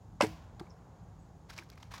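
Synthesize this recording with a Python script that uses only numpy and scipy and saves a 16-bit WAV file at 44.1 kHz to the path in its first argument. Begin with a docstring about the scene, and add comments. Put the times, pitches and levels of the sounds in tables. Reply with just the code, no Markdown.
"""A recurve bow is shot on an open grass range: a falling chirp is the string slap, decaying modes are
the ringing limbs and tips, coloured grains the rattle, and a series of partials the string's hum.
The arrow hits a far target with a noise burst, shaft modes and two thuds; trees and sheds echo.
The archer then shifts: grains and noise rustle as grass and clothing, with snaps and knocks as short sines.
Filtered noise makes distant rumble, hiss and insects; gliding sines make a few faint bird notes."""
import sys
import numpy as np
from scipy import signal
from scipy.fft import rfft, irfft
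from scipy.io import wavfile
from scipy.ndimage import uniform_filter1d

SR = 44100
rng = np.random.default_rng(int(sys.argv[2]) if len(sys.argv) > 2 else 0)


def wrap_up_sound(samples):
    """Save the sound to the file named by the first command line argument, as 16-bit audio."""
    columns = np.atleast_2d(samples).T
    # keep every value between -1 and 1, then stretch to whole-number steps
    tamed = np.clip(columns, -1, 1)
    steps = np.round(tamed * 32767).astype(np.int16)
    wavfile.write(sys.argv[1], SR, steps)


N = 88200
T = np.arange(N) / SR  # time, s
SLAP_S, HIT_S = .2048, .5955  # start of the string slap and of the arrow's impact

# Spectrum shared by the string's swish and the bow's rattle: pitch_hz, relative gain_db
BOW_NOISE_COLOUR = [(410, -22), (700, 1.5), (1300, -8.5), (2030, -5), (2660, -12), (5710, -15.5),
                    (6680, -23), (8000, -19.5), (15500, -36)]


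def from_db(db):
    """Logarithmic level: 20 dB is a factor of ten in amplitude."""
    return 10 ** (np.asarray(db) / 20)


def rms_one(x):
    """Normalization by the root mean square, which becomes 1."""
    return x / np.sqrt(np.mean(x ** 2) + 1e-20)


def white_noise():
    """White noise: independent samples hold equal power at all frequencies."""
    return rng.standard_normal(N)


def coloured(x, points):
    """Linear filtering: the spectrum is multiplied by a gain curve over log frequency; rms 1."""
    hz, db = np.transpose(points)
    grid = np.maximum(np.arange(N // 2 + 1) * SR / N, 1)
    gain = from_db(np.interp(np.log(grid), np.log(hz), db))
    return rms_one(irfft(rfft(x) * gain, N))


def band_noise(low_hz, high_hz, x):
    """Band-pass filtering: only the part of x near one band survives."""
    return signal.sosfilt(signal.butter(2, [low_hz, high_hz], "band", fs=SR, output="sos"), x)


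def shape(start, rise, hold, t60):
    """Damped envelope: linear rise, hold, then exponential decay by 60 dB in t60 (all in s)."""
    t = T - start
    decay_db = -60 * np.maximum(t - rise - hold, 0) / t60
    return np.clip(t / rise, 0, 1) * from_db(decay_db)


def drift(rate_hz):
    """Low-passed noise: two equal poles leave slow random motion; rms 1."""
    r = np.exp(-2 * np.pi * rate_hz / SR)
    noise = rng.standard_normal(2 * N)
    return rms_one(signal.lfilter([1], [1, -2 * r, r * r], noise)[N:])  # settled half


def ring(clicks, hz, t60):
    """Damped resonator: a unit click starts a decaying sine of height about 1."""
    r = from_db(-60 / (t60 * SR))
    w = 2 * np.pi * min(hz, SR / 2.2) / SR
    return signal.lfilter([0, np.sin(w)], [1, -2 * r * np.cos(w), r * r], clicks + 1e-18)


def strike(blows, modes, spread_db):
    """Modal excitation: every blow drives every mode with a random strength and sign."""
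    s, db = np.transpose(blows)
    out = 0
    chance = rng.standard_normal((len(s), 2, len(modes)))
    for k, (hz, mode_db, t60) in enumerate(modes):
        strength = from_db(db + mode_db - 11 + spread_db * chance[:, 0, k])
        clicks = np.zeros(N)
        clicks[(s * SR).astype(int)] = strength * np.sign(chance[:, 1, k])
        out = out + ring(clicks, hz, t60)
    return out


def grains(per_s):
    """Granular friction: random clicks of uneven size each ring briefly at one of 20 pitches; rms 1."""
    spread_db, t60_cycles = 3.2, 11.0
    size = from_db(spread_db * np.minimum(rng.exponential(1, N), 4)) * rng.choice([-1, 1], N)
    born = size * (rng.random(N) < per_s / SR)
    dealt = rng.integers(0, 20, N)
    out = 0
    for k, hz in enumerate(np.geomspace(600, 16000, 20)):
        out = out + hz * ring(born * (dealt == k), hz, t60_cycles / hz)
    return rms_one(out)


def string_slap():
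    """Dispersion: in the limbs' bending wave the highs arrive first, so the pitch falls."""
    from_hz, to_hz, fall_s = 2600, 784, 0.00191
    since = np.maximum(T - SLAP_S, 0)
    hz = to_hz + (from_hz - to_hz) * np.exp(-since / fall_s)
    phase = 2 * np.pi * np.cumsum(hz * (since > 0)) / SR
    envelope = shape(SLAP_S, 0.004, 0.00017, 0.017) ** 2  # squaring doubles the decay rate
    return from_db(-15.5) * envelope * np.sin(phase)


def grip_boom():
    """Damped oscillation: the grip booms as one short low tone."""
    start_s, pitch_hz = .2089, 575.6
    envelope = from_db(-17) * shape(start_s - .001, 0.0011, 0.0033, 0.023)
    return envelope * np.cos(2 * np.pi * pitch_hz * (T - start_s))


def limb_knocks():
    """Modal ringing: knocks excite the damped bending modes of the limbs."""
    # Knocks on the limbs: start_s, level_db
    knock_blows = [(.2108, -21), (.2135, -22.5), (.2245, -26), (.2365, -31), (.2455, -38)]
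    # Limb modes: pitch_hz, relative level_db, t60_s
    limb_modes = [(790, 4, 0.016), (966, 6.5, .028), (1180, -12, 0.038), (1460, 6.5, 0.023),
                  (1600, 0, 0.023), (2050, -1.5, .033), (2184, 3.5, 0.021), (2500, 1, 0.025)]
    low_pass = signal.butter(2, 4300, fs=SR, output="sos")
    return signal.sosfilt(low_pass, strike(knock_blows, limb_modes, spread_db=0.5))


def tip_ticks():
    """Impulsive excitation: sharp ticks of the string ring the limb tips."""
    # Ticks of the string on the limb tips: start_s, level_db
    tick_blows = [(.2111, -12), (.2238, -18), (.2292, -37), (.2348, -37), (.2478, -35), (.2685, -37),
                  (.285, -50), (.293, -46), (.301, -50), (.3245, -56)]
    # Tip modes: pitch_hz, relative level_db, t60_s
    tip_modes = [(2770, 5.5, 0.0032), (4690, 2, 0.0046), (5600, 3, 0.0054), (7790, 0.5, 0.0035),
                 (10500, -20.5, 0.0043), (14900, -43, .004)]
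    return strike(tick_blows, tip_modes, spread_db=2.5)


def squeal():
    """Tone burst: a sine under a brief envelope gives a short squeal before the second tick."""
    envelope = from_db(-25) * shape(.22, 0.00045, 0.0014, 0.0099)
    return envelope * np.sin(2 * np.pi * 2726 * T)


def string_hum():
    """String vibration: near-harmonic partials decay at their own rates and start at their own delays."""
    # String partials: multiple of the base pitch, level_db, t60_s of the unsquared envelope, delay_s
    string_partials = [(1, -45.5, 0.51, .001), (1.5, -51, 1, .001), (2.05, -29, 0.028, 0.0007),
                       (2.92, -35.5, 0.504, 0.0015), (3.0, -30, 0.097, 0.0018), (4.0, -28.5, 0.11, 0.01),
                       (5.1, -40.5, 0.19, 0.0035), (6.9, -44.5, 0.15, 0.0055), (8.9, -45, 0.19, 0.0022)]
    start_s, base_hz = .2209, 108.3
    out = 0
    for multiple, db, t60, delay in string_partials:
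        envelope = from_db(db) * shape(start_s + delay, 0.008, 0.009, t60) ** 2
        out = out - envelope * np.cos(2 * np.pi * multiple * base_hz * (T - start_s))
    return out


def string_swish():
    """Flow noise: the string cuts the air, heard as a short burst of coloured noise."""
    envelope = from_db(-46) * shape(.196, .0095, .002, .02) ** 3  # cubing triples the decay rate
    return envelope * coloured(white_noise(), BOW_NOISE_COLOUR)


def bow_rattle():
    """Granular noise: a dense crowd of tiny impacts mixed with noise dies away."""
    envelope = from_db(-34.5) * shape(.2055, 0.0054, 0.025, 0.12)
    return envelope * coloured(grains(14000) + 0.43 * white_noise(), BOW_NOISE_COLOUR)


def bow():
    """Superposition: the pressures of all the bow's parts add."""
    tones = string_slap() + grip_boom() + squeal() + string_hum()
    return tones + limb_knocks() + tip_ticks() + string_swish() + bow_rattle()


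def target():
    """Impact: a tearing noise as the point enters, shaft resonance, then damped thuds of the butt."""
    # Spectrum of the tearing noise: pitch_hz, relative gain_db
    hit_colour = [(410, -36), (900, -3), (1470, -3), (2400, -8), (2870, -15.5), (4300, -9), (6020, -20),
                  (9230, -23), (15500, -30)]
    # Arrow shaft modes: pitch_hz, relative level_db, t60_s
    shaft_modes = [(1350, 2, 0.019), (2240, -1.5, 0.017), (3470, -4, 0.022), (4300, -10.5, .015),
                   (4980, -3.5, 0.016), (6570, -19, .008)]
    # Target butt modes: pitch_hz, relative level_db before smoothing, t60_s
    butt_modes = [(144, -1, 0.034), (224, 0.5, 0.047), (348, -0.5, 0.058), (806, 2, 0.028),
                  (1185, 7, 0.025)]
    thud_lag_s = .008  # the butt knocks twice
    crack = from_db(-50) * shape(HIT_S, 0.0011, 0.0025, 0.022)
    echo = from_db(-66) * shape(HIT_S, 0.0044, 0.0052, 0.42)
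    tearing = (crack + echo) * coloured(white_noise(), hit_colour)
    shaft = strike([(HIT_S + 0.00104, -36)], shaft_modes, spread_db=2.0)
    thuds = [(HIT_S + thud_lag_s, -36), (HIT_S + 2 * thud_lag_s, -36)]
    butt = strike(thuds, butt_modes, spread_db=5)
    return tearing + shaft + uniform_filter1d(butt, size=24)  # a running mean dulls the thuds


def echoes():
    """Scattering: trees and sheds return the shot as decaying noise; a dull part of shot and hit lingers."""
    # Spectrum scattered back by trees and sheds: pitch_hz, relative gain_db
    echo_colour = [(290, -38), (500, -4.5), (748, 2), (815, -9), (1040, 3), (1310, -8), (1390, 1.5),
                   (4500, -7.5), (7000, -13.5), (15500, -24)]
    # Decay of the echo, faster in the treble: low_hz, high_hz, t60_s
    echo_bands = [(296, 1840, 1), (1550, 5160, 0.71), (4000, 7600, 0.57), (8000, 22000, 0.5)]
    wash = coloured(white_noise(), echo_colour)
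    near = 0
    for low_hz, high_hz, t60 in echo_bands:
        near = near + shape(SLAP_S, .02, 0.023, t60) * band_noise(low_hz, high_hz, wash)
    near_gain = from_db(-48 + drift(25))  # wavers by 1 dB rms
    dull_hz = 814
    dull = rms_one(band_noise(dull_hz / 2, dull_hz * 1.26, white_noise()))
    shot_late = from_db(-65.5) * shape(SLAP_S, 0.39, 0.39, 2.6)
    hit_late = from_db(-85) * shape(HIT_S, 0.018, 0.071, 0.17)
    return near_gain * near + (shot_late + hit_late) * dull


def rustle():
    """Friction noise: grass and clothing give dense grains and swish at the level of the movement."""
    # Level of the movement: time_s, level_db
    movement = [(1.47, -82), (1.482, -85), (1.494, -57), (1.501, -46), (1.517, -61.5), (1.54, -54),
                (1.55, -66.5), (1.572, -55.5), (1.586, -46), (1.606, -59.5), (1.63, -63), (1.646, -67.5),
                (1.686, -75.5), (1.704, -60.5), (1.712, -74), (1.732, -60), (1.75, -75), (1.758, -70),
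                (1.768, -80), (1.778, -59.5), (1.796, -75), (1.805, -62.5), (1.823, -68), (1.831, -50.5),
                (1.838, -66), (1.901, -74), (1.918, -48), (1.933, -57.5), (1.942, -45.5), (1.96, -52.5),
                (1.965, -51.5), (1.974, -57.5), (1.983, -49.5), (2.0, -67)]
    # Spectrum of grass and clothing: pitch_hz, relative gain_db
    rustle_colour = [(350, -35), (600, -6), (820, -3.5), (993, 0.5), (1730, -5.5), (2400, -4), (2640, -8.5),
                     (5590, -10), (8520, -22.5), (15500, -26.5)]
    s, db = np.transpose(movement)
    level = from_db(np.interp(T, s, db, left=-120))
    swish_share = 0.5  # part of the power before colouring
    mix = np.sqrt(1 - swish_share) * grains(4500) + np.sqrt(swish_share) * white_noise()
    return level * coloured(mix, rustle_colour)


def snaps_and_small_echo():
    """Damped oscillation: each single snap, knock or small echo is a short decaying sine."""
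    # Snaps, knocks and, last, a small echo of the hit:
    # start_s, level_db, pitch_hz, cycles in which the decay falls 30 dB
    snap_events = [(1.5648, -43, 4770, 8.5), (1.5793, -31.5, 5600, 6.6), (1.5803, -38.5, 2110, 7.1),
                   (1.5113, -44, 1490, 7.9), (1.5877, -32, 2330, 15), (1.6246, -46, 1600, 12),
                   (1.6373, -55, 11000, 17), (1.594, -51, 335.5, 17), (1.69, -55, 5200, 5),
                   (1.7011, -37, 4670, 2.7), (1.701, -44.5, 12000, 7.7), (1.704, -60, 4000, 5.7),
                   (1.7182, -49, 5200, 5.4), (1.7365, -56, 4250, 9), (1.757, -56, 10500, 5),
                   (1.757, -56, 2000, 6.8), (1.7777, -45, 1870, 3.2), (1.8057, -55, 5100, 5),
                   (1.8197, -60, 5200, 4), (1.8277, -41.5, 5800, 5), (1.8305, -41.5, 3160, 4.4),
                   (1.9399, -38, 1110, 2.9), (1.9454, -39.5, 1250, 2.5), (1.9816, -38.5, 4200, 2.9),
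                   (.668, -58.5, 2260, 34)]
    out = 0
    for s, db, hz, cycles in snap_events:
        envelope = from_db(db) * shape(s, 0.81 / hz, 0, 2 * cycles / hz)
        out = out + envelope * np.sin(2 * np.pi * hz * (T - s))
    return out


def birds():
    """Modulation: whistles glide and waver in pitch and flutter in level, blurred by distance."""
    # Bird notes: start_s, length_s, pitch_hz, glide_hz, level_db before the flutter
    bird_notes = [(0.696, 0.007, 6000, 12, -74), (0.699, 0.014, 5450, -40, -68),
                  (0.722, 0.02, 5300, -200, -85), (0.76, 0.01, 5450, 3, -86),
                  (0.994, 0.003, 5250, -200, -82), (0.996, 0.003, 4100, -100, -87),
                  (1.187, 0.012, 6600, 159, -79), (1.198, 0.014, 7900, -100, -81),
                  (1.22, 0.011, 7900, -100, -81), (1.24, 0.011, 7850, -54, -83)]
    waver_hz = 130 * drift(430)
    flutter = from_db(4.5 * drift(240))
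    out = 0
    for s, length, hz, glide_hz, db in bird_notes:
        part = np.clip((T - s) / length, 0, 1)
        tone = np.sin(2 * np.pi * np.cumsum(hz + glide_hz * part + waver_hz) / SR)
        out = out + from_db(db) * shape(s, 0.0019, length, .06) * tone
    return out * flutter


def insects():
    """Band-limited noise: the insects merge into one steady high band."""
    centre_hz, width_hz = 6800, 720
    edges = [centre_hz - width_hz / 2, centre_hz + width_hz / 2]
    band = signal.butter(1, edges, "band", fs=SR, output="sos")
    return from_db(-85) * rms_one(signal.sosfilt(band, white_noise()))


def leaves():
    """Stationary noise: leaves and hiss keep a steady level and spectrum."""
    # Spectrum of leaves and hiss: pitch_hz, relative gain_db
    leaf_colour = [(150, -32), (250, -2), (350, -5), (536, -5), (595, -8), (799, -4), (934, -8),
                   (1110, -11), (1550, -18), (2340, -27), (6090, -29), (6750, -25), (8170, -37),
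                   (15800, -41)]
    return from_db(-64) * coloured(white_noise(), leaf_colour)


def rumble():
    """Amplitude modulation: far low-frequency noise comes and goes."""
    # Spectrum of the rumble: pitch_hz, relative gain_db
    rumble_colour = [(26, -7.5), (45, 8), (64, -1.5), (108, 3), (134, -5.5), (166, -2), (260, -17),
                     (340, -23), (570, -120)]
    # Level of the rumble: time_s, level_db before the bass cut
    rumble_level = [(0.0, -57), (0.08, -49.5), (0.2, -51.5), (0.24, -53), (0.28, -42), (0.31, -45),
                    (0.36, -51), (1.0, -53.5), (1.02, -48.5), (1.25, -54), (1.98, -52), (2.0, -44)]
    s, db = np.transpose(rumble_level)
    return from_db(np.interp(T, s, db)) * coloured(white_noise(), rumble_colour)


def scene():
    """Superposition: the pressures of all sources add at one microphone."""
    events = bow() + target() + echoes() + rustle() + snaps_and_small_echo()
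    background = birds() + insects() + leaves() + rumble()
    return (events + background)[None]


def record(dry):
    """Band limitation: the microphone drops the deep bass, and the top is cut."""
    thin = signal.sosfilt(signal.butter(8, 51.7, "high", fs=SR, output="sos"), dry)
    return signal.sosfilt(signal.cheby2(28, 60, 16150, fs=SR, output="sos"), thin)


dry = scene()
out = record(dry)
wrap_up_sound(out)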